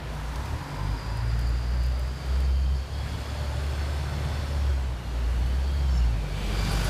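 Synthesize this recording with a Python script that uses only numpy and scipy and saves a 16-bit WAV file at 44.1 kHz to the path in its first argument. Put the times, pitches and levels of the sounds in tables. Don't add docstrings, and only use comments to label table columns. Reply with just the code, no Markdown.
import sys
import numpy as np
from scipy import signal
from scipy.io import wavfile
from scipy.ndimage import uniform_filter1d

SR = 44100
rng = np.random.default_rng(int(sys.argv[2]) if len(sys.argv) > 2 else 0)


def amplitude_ratio(level_db):
    exponent = np.asarray(level_db, float) / 20
    return 10 ** exponent


def log_audio(samples):
    frames = np.atleast_2d(samples).T
    limited = np.clip(frames, -1, 1)
    pcm = np.round(limited * 32767).astype(np.int16)
    wavfile.write(sys.argv[1], SR, pcm)


N = 304225
T = np.arange(N) / SR

# start_s, firing_hz, level_db
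ENGINE = [(0, 27.5, -58), (.36, 28.5, -54), (.53, 38.52, -47), (.92, 50.93, -26.5), (1.1, 55.36, -33),
          (1.44, 58.3, -25), (2.31, 65.07, -23), (2.73, 65.84, -23.5), (3.05, 70.46, -30.5),
          (3.95, 72.2, -29), (4.44, 73.4, -31), (4.68, 69.5, -22.5), (5.0, 59.4, -32), (5.32, 58.45, -25),
          (5.78, 70.06, -25), (6.05, 58.2, -21), (6.28, 48.67, -32.5), (6.9, 49.35, -25.5)]
# middle_s, half_length_s, change_db
EXHAUST_NULLS = [
    (.7, .07, -11.5),
    (1.01, 0.06, -10),
    (1.63, 0.064, -4.5),
    (2.1, 0.17, -5),
    (2.2, 0.061, -13.5),
    (2.81, .05, -5.5),
    (2.885, 0.029, -19),
    (3.2, 0.21, -4.5),
    (4.15, 0.12, -1),
    (5.01, 0.074, -6.5),
]
# middle_s, half_length_s, change_db
SECOND_LIFTS = [(.11, 0.064, 10), (.27, 0.074, 15.5), (.39, 0.058, 16), (.54, 0.077, 16), (.86, 0.11, 13),
                (1.12, 0.091, 7), (1.3, 0.15, 14.5), (1.75, 0.39, 8), (2.3, .15, 5), (2.75, .1, 4.5),
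                (3.2, 0.22, 2), (4.15, 0.18, 8.5), (4.78, 0.18, 4.5), (5.4, 0.091, 5.5), (5.8, .08, 5.5),
                (6.1, 0.088, 12.5), (6.3, .08, 4.5), (6.65, 0.24, 10.5), (6.88, .05, 8)]
# middle_s, half_length_s, change_db
THIRD_LIFTS = [(0, 0.072, 10), (.5, 0.21, 19), (.86, 0.08, 14.5), (1.1, .1, 8), (1.72, .12, 10),
               (2.35, .12, 2), (3.05, .06, 1), (5.05, .15, 8), (5.65, 0.092, 6), (5.93, 0.09, 11),
               (6.27, 0.18, 18), (6.85, .12, 18)]
# multiple_of_firing_rate, level_db
GEAR_MESH = [(47.7, 6.5), (71.6, 2), (95.4, -17), (143, -28)]
# middle_s, half_length_s, change_db
GEAR_LOADS = [
    (0, 0.94, 0),
    (2.5, .2, 6),
    (3.25, 0.46, 9),
    (4.45, 0.5, 7.5),
    (5.25, .2, 3),
    (5.5, .12, 5),
    (5.76, .14, 10.5),
    (6.03, .14, 6),
    (6.7, 0.39, 12),
]
# multiple_of_firing_rate, level_db
BLOWER = [(61.2, 4), (100, 4), (116.7, 2.5)]
# middle_s, half_length_s, change_db
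BOOSTS = [
    (2.2, .3, 7),
    (2.7, .2, 2),
    (3.25, .35, 10),
    (3.8, 0.27, 7),
    (4.4, .6, 9),
    (5.2, 0.14, 7),
    (5.95, .2, 13),
    (6.8, .4, 14),
]
# start_s, level_db
ROAR = [(0, -41.5), (.88, -42), (1.25, -43.5), (2.1, -44), (2.33, -41), (2.55, -45), (2.94, -43.5),
        (3.07, -40), (4.36, -39), (4.6, -40.5), (4.95, -43.5), (5.2, -41.5), (5.6, -42), (6.21, -42),
        (6.45, -39), (6.67, -35), (6.9, -33.5)]
# pitch_hz, level_db (per Hz)
ROAR_COLOUR = [(140, -24), (230, 1), (316, -4.5), (363, -1), (411, -4), (594, -1.5), (648, -3), (759, -3),
               (1290, -7), (1510, -6.5), (1890, -10), (4400, -15.5), (5930, -20.5), (11200, -28.5),
               (15300, -35.5)]
# middle_s, half_length_s, treble_change_db
TREBLE_SPELLS = [
    (0, .1, -4),
    (.42, 0.26, 2),
    (5., .2, -1),
    (5.55, .2, 0.5),
    (6.15, 0.081, -0.5),
    (6.47, 0.12, 2),
]
# pitch_hz, level_db (per Hz)
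RUMBLE_COLOUR = [(15, -43), (25, -56), (46, -3), (76, -4), (138, -5.5), (184, -15), (300, -24), (390, -78),
                 (660, -120)]
# middle_s, half_length_s, rumble_change_db
THUDS = [
    (.9, .25, 2),
    (1.5, 0.37, 3.5),
    (3.15, 0.098, 5),
    (5.45, 0.11, 5),
    (6.12, 0.14, 5),
    (6.65, 0.29, 3.5),
]
# start_s, centre_hz, level_db
INTAKE = [(0, 4520, -71), (1.13, 4770, -50.5), (1.52, 4680, -49.5), (2.09, 4650, -55), (2.36, 4570, -52.5),
          (4.53, 4350, -52.5), (4.99, 4352, -69.5), (5.69, 4500, -52.5), (6.24, 4494, -57),
          (6.69, 4740, -41.5), (6.9, 4670, -43.5)]
# multiple_of_centre, level_db
INTAKE_OVERTONES = [(1.5, -13), (2.16, -24)]
# middle_s, length_s, first_hz, last_hz, level_db
SQUEALS = [
    (2.7, 1.48, 5100, 5199, -63),
    (3.9, 1.1, 5160, 5370, -62),
    (4.55, .8, 5460, 5583, -61),
    (5.951, .27, 5400, 5350, -51.5),
    (5.98, .16, 7030, 6890, -62),
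    (3.62, .22, 10950, 10950, -67),
    (6.451, 0.29, 7773, 7960, -64),
    (6.7, .14, 8105, 8150, -56),
]
# start_s, level_db
KNOCKS = [
    (6.714, -43),
    (6.8, -52),
    (6.842, -42),
]
# middle_s, length_s,
# centre_hz, level_db, width_hz
HUMS = [(0.36, 0.93, 930, -47, 250), (0.78, 1., 950, -43, 230), (1.15, .3, 995, -47, 260),
        (3.5, .35, 905, -50, 330), (0.7, 1.14, 271, -47, 46), (-0.5, 1.1, 460, -55, 43),
        (2, .27, 599, -49.5, 46.6), (3.5, .55, 590, -48, 39), (4.5, 1., 572, -49.5, 48),
        (4.5, .25, 556, -51, 40), (4, 2., 379, -52, 27), (4, 1.4, 1530, -53, 90),
        (6.5, .45, 3000, -48.5, 1000), (7, .35, 380, -41.5, 43), (6.5, .7, 420, -44, 270),
        (7, .4, 565, -42, 120), (6.72, 0.37, 798, -49, 40), (6.8, .4, 1510, -47.5, 130),
        (0.96, 3.6, 1500, -48.5, 1230), (7, 1.6, 3190, -44.5, 1860), (6.5, 1., 2340, -50.5, 296),
        (1, .9, 4880, -55, 240), (1.9, 1.8, 4830, -56.5, 270), (2.3, .5, 1500, -57, 1300)]
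# middle_s, length_s, first_hz, last_hz, level_db
MOTORS = [(.1, 0.53, 152, 149.2, -40.5), (.6, .4, 146.9, 146, -44.5), (0.82, .5, 145, 150, -40.5),
          (4.05, 1.2, 119, 138, -40.5), (3.3, .9, 104, 116, -38), (4.3, 1.4, 110, 108, -41),
          (2.45, .6, 154, 146, -43), (5.9, .3, 148, 165, -39.5), (6.5, .25, 205, 207, -41.5),
          (6.66, .15, 208, 210, -42), (6.85, 0.51, 165, 158, -36.5)]
# start_s, peak_db, low_part_db
SNAPS = [(0.1481, -46, 0), (0.3556, -46, 15), (0.456, -50, 15), (1.1682, -40, -7), (1.3892, -39, 4),
         (1.4094, -49, 10), (1.4694, -46, 0), (1.4894, -42, -6), (1.832, -39, -6), (1.8595, -44, 3),
         (1.9188, -51, 4), (1.9919, -38, -10), (2.071, -46.5, 0), (2.2589, -45, 1), (2.4009, -40, -3),
         (5.4592, -45, -1), (6.4594, -44, 3), (6.7224, -37, -4), (6.8433, -35, 7)]
# pitch_hz, level_db (per Hz)
WASH_COLOUR = [(15, -44), (25, -8), (71, 1), (144, -1.5), (289, -33), (871, -19.5), (996, -21.5),
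               (4260, -41), (12500, -43), (15500, -53)]


def bus():
    drone, turn = engine()
    roar_db, = curves(ROAR)
    return drone + body_roar(roar_db, turn) + intake(turn) + rumble(roar_db)


def engine():
    hz, drone_db = curves(ENGINE)
    hz = uniform_filter1d(hz, size=4000, mode="nearest")
    orders_db = [drone_db + spells(EXHAUST_NULLS), -46.5 + spells(SECOND_LIFTS), -57 + spells(THIRD_LIFTS)]
    turn = 2 * np.pi * np.cumsum(hz) / SR + 0.14 * drift(N, 1500)
    out = np.zeros(N)
    for order, db in enumerate(orders_db, start=1):
        out += amplitude_ratio(db) * np.sqrt(2) * np.sin(order * turn)
    shaft_hz = uniform_filter1d(hz, size=9000, mode="nearest")
    broken_db = 1.7 * drift(N, 4000)
    out += amplitude_ratio(-71 + spells(GEAR_LOADS) + broken_db) * whines(GEAR_MESH, shaft_hz, 100.0)
    out += amplitude_ratio(-80.5 + spells(BOOSTS)) * whines(BLOWER, shaft_hz, 72.0)
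    return out, turn


def body_roar(roar_db, turn):
    far_db, close_db = -44.0, -39.0
    closeness_db = np.maximum(roar_db - close_db, 0)
    bright_db = 0.9 * closeness_db + spells(TREBLE_SPELLS) - 0.4
    boom_db = -0.48 * np.clip(roar_db - far_db, 0, close_db - far_db) + 2.5
    throb = np.clip(0.042 + 0.025 * closeness_db, 0, 1)
    roar = noise(ROAR_COLOUR, 0.54, bright_db, boom_db)
    return roar * amplitude_ratio(roar_db - 0.2) * (1 + throb * np.cos(turn))


def intake(turn):
    hz, db = curves(INTAKE)
    air = resonate(rng.standard_normal(N), hz, 430.0)
    air = evened(resonate(air, hz, 550.0))
    air += whines(INTAKE_OVERTONES, hz, 960.0)
    level_db = uniform_filter1d(db, size=3500) - 3.0 + 1.5 * drift(N, 1800)
    return amplitude_ratio(level_db) * air * (1 + 0.092 * np.cos(turn))


def rumble(roar_db):
    level_db = -40.5 + 0.42 * (roar_db + 44) + spells(THUDS) + 0.39 * spells(EXHAUST_NULLS)
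    return amplitude_ratio(level_db) * noise(RUMBLE_COLOUR, 0.84, size=4096)


def squeals():
    out = np.zeros(N)
    for middle, length, first_hz, last_hz, db in SQUEALS:
        span, u, swell = passing(middle, length)
        hz = first_hz + (last_hz - first_hz) * (u + 1) / 2
        broken_db = 2.0 * drift(len(u), 2000)
        out[span] += amplitude_ratio(db + broken_db) * swell * whistle(hz, 95.0)
    return out


def knocks():
    out, t = np.zeros(N + 4000), np.arange(4000) / SR
    part_hz = 10950.0 + 0 * t
    decay_db = -60 * t / 0.11
    for start, db in KNOCKS:
        ring = whistle(part_hz, 90.0) + amplitude_ratio(2 + decay_db) * whistle(part_hz, 1800.0)
        out[round(start * SR):][:4000] += amplitude_ratio(db + decay_db) * np.minimum(t / 0.0042, 1) * ring
    return out[:N]


def snaps():
    out, t = np.zeros(N + 4000), np.arange(4000) / SR
    rise_s, t60_s = 0.0042, 0.033
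    shape = amplitude_ratio(-60 * t / t60_s) * np.minimum(t / rise_s, 1)
    for start, peak_db, low_db in SNAPS:
        burst = rng.standard_normal(4000)
        crack = np.zeros(4000)
        for hz, db in ((5000, low_db), (9000, 0), (13000, -7.0)):
            band = resonate(resonate(burst, hz, 4700.0), hz, 4700.0)
            crack += amplitude_ratio(db) * evened(band)
        out[round(start * SR):][:4000] += amplitude_ratio(peak_db - 5.5) * crack * shape
    return out[:N]


def fuzzy_hums():
    out = np.zeros(N)
    for middle, length, hz, db, width in HUMS:
        span, u, swell = passing(middle, length)
        doppler = 1 - 0.02 * u * length / 2
        out[span] += amplitude_ratio(db) * swell * whistle(hz * doppler, width)
    return out


def motors():
    out = np.zeros(N)
    for middle, length, first_hz, last_hz, db in MOTORS:
        span, u, swell = passing(middle, length)
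        waver_hz = 2.9 * drift(N, 400)[span]
        hz = first_hz + (last_hz - first_hz) * (u + 1) / 2 + waver_hz
        out[span] += amplitude_ratio(db) * swell ** 0.46 * np.sqrt(2) * np.sin(2 * np.pi * np.cumsum(hz) / SR)
    return out


def distant_traffic():
    return amplitude_ratio(-46.5) * noise(WASH_COLOUR, 1.8, size=2048)


def noise(colour, patchy_db, bright_db=0 * T, boom_db=0 * T, size=1024):
    frames, hz = 4 * N // size + 5, np.fft.rfftfreq(size, 1 / SR)
    a, b, patches = rng.standard_normal((frames, len(hz), 3)).T
    patches = uniform_filter1d(patches, size=10, axis=0)
    patches = evened(uniform_filter1d(patches, size=16, axis=1))
    f, db = np.transpose(colour)
    level_db = np.interp(np.log(hz + 1), np.log(f), db, left=-90, right=-90)[:, None]
    treble = np.clip(np.log2((hz + 1) / 3200.0), 0, 1)[:, None]
    bass = np.clip(np.log2(710.0 / (hz + 1)), 0, 1)[:, None]
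    t = np.arange(frames) * size / 4 / SR
    tilt_db = treble * np.interp(t, T, bright_db) + bass * np.interp(t, T, boom_db)
    z = (a + 1j * b) * amplitude_ratio(level_db + patchy_db * patches + tilt_db)
    return evened(signal.istft(z, nperseg=size, noverlap=3 * size // 4)[1][:N])


def whines(rows, base_hz, width):
    return sum(amplitude_ratio(db) * whistle(multiple * base_hz, width) for multiple, db in rows)


def whistle(hz, width):
    step = 8
    count = len(hz) // step + 2
    pole = np.exp(-np.pi * np.median(width) * step / SR)
    sway = rng.standard_normal(count) + 1j * rng.standard_normal(count)
    sway = signal.lfilter([1], np.convolve([1, -pole], [1, -pole]), sway)
    sway = np.interp(np.arange(len(hz)) / step, np.arange(count), sway)
    return evened((sway * np.exp(2j * np.pi * np.cumsum(hz) / SR)).real)


def resonate(x, hz, width):
    turn = np.exp(2j * np.pi * np.cumsum(hz * np.ones(len(x))) / SR)
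    r = np.exp(-np.pi * width / SR)
    return 2 * (turn * signal.lfilter([1 - r], [1, -r], x / turn)).real


def passing(middle, length):
    u = 2 * (T - middle) / length
    span = abs(u) < 1.2
    u_in = u[span]
    swell = amplitude_ratio(-16 * u_in ** 2) * np.clip((1.2 - abs(u_in)) / 0.18, 0, 1)
    return span, u_in, swell


def spells(rows):
    return sum(db * np.exp(-((T - middle) / half) ** 2) for middle, half, db in rows)


def curves(rows):
    s, *columns = np.transpose(rows)
    return [np.interp(T, s, c) for c in columns]


def drift(count, size):
    return evened(uniform_filter1d(rng.standard_normal(count), size=size))


def evened(x):
    return x / np.sqrt(np.mean(x ** 2) + 1e-20)


def scene():
    near = bus() + squeals() + knocks() + snaps()
    street = fuzzy_hums() + motors() + distant_traffic()
    return (near + street)[None]


def low_pass(x):
    return signal.sosfilt(signal.butter(12, 15340, fs=SR, output="sos"), x)


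def record(dry):
    lift = amplitude_ratio(-16.0) * resonate(dry[0], 11600.0, 1750.0)
    heard = (dry[0] + lift)[None]
    return low_pass(heard)


dry = scene()
out = record(dry)
log_audio(out)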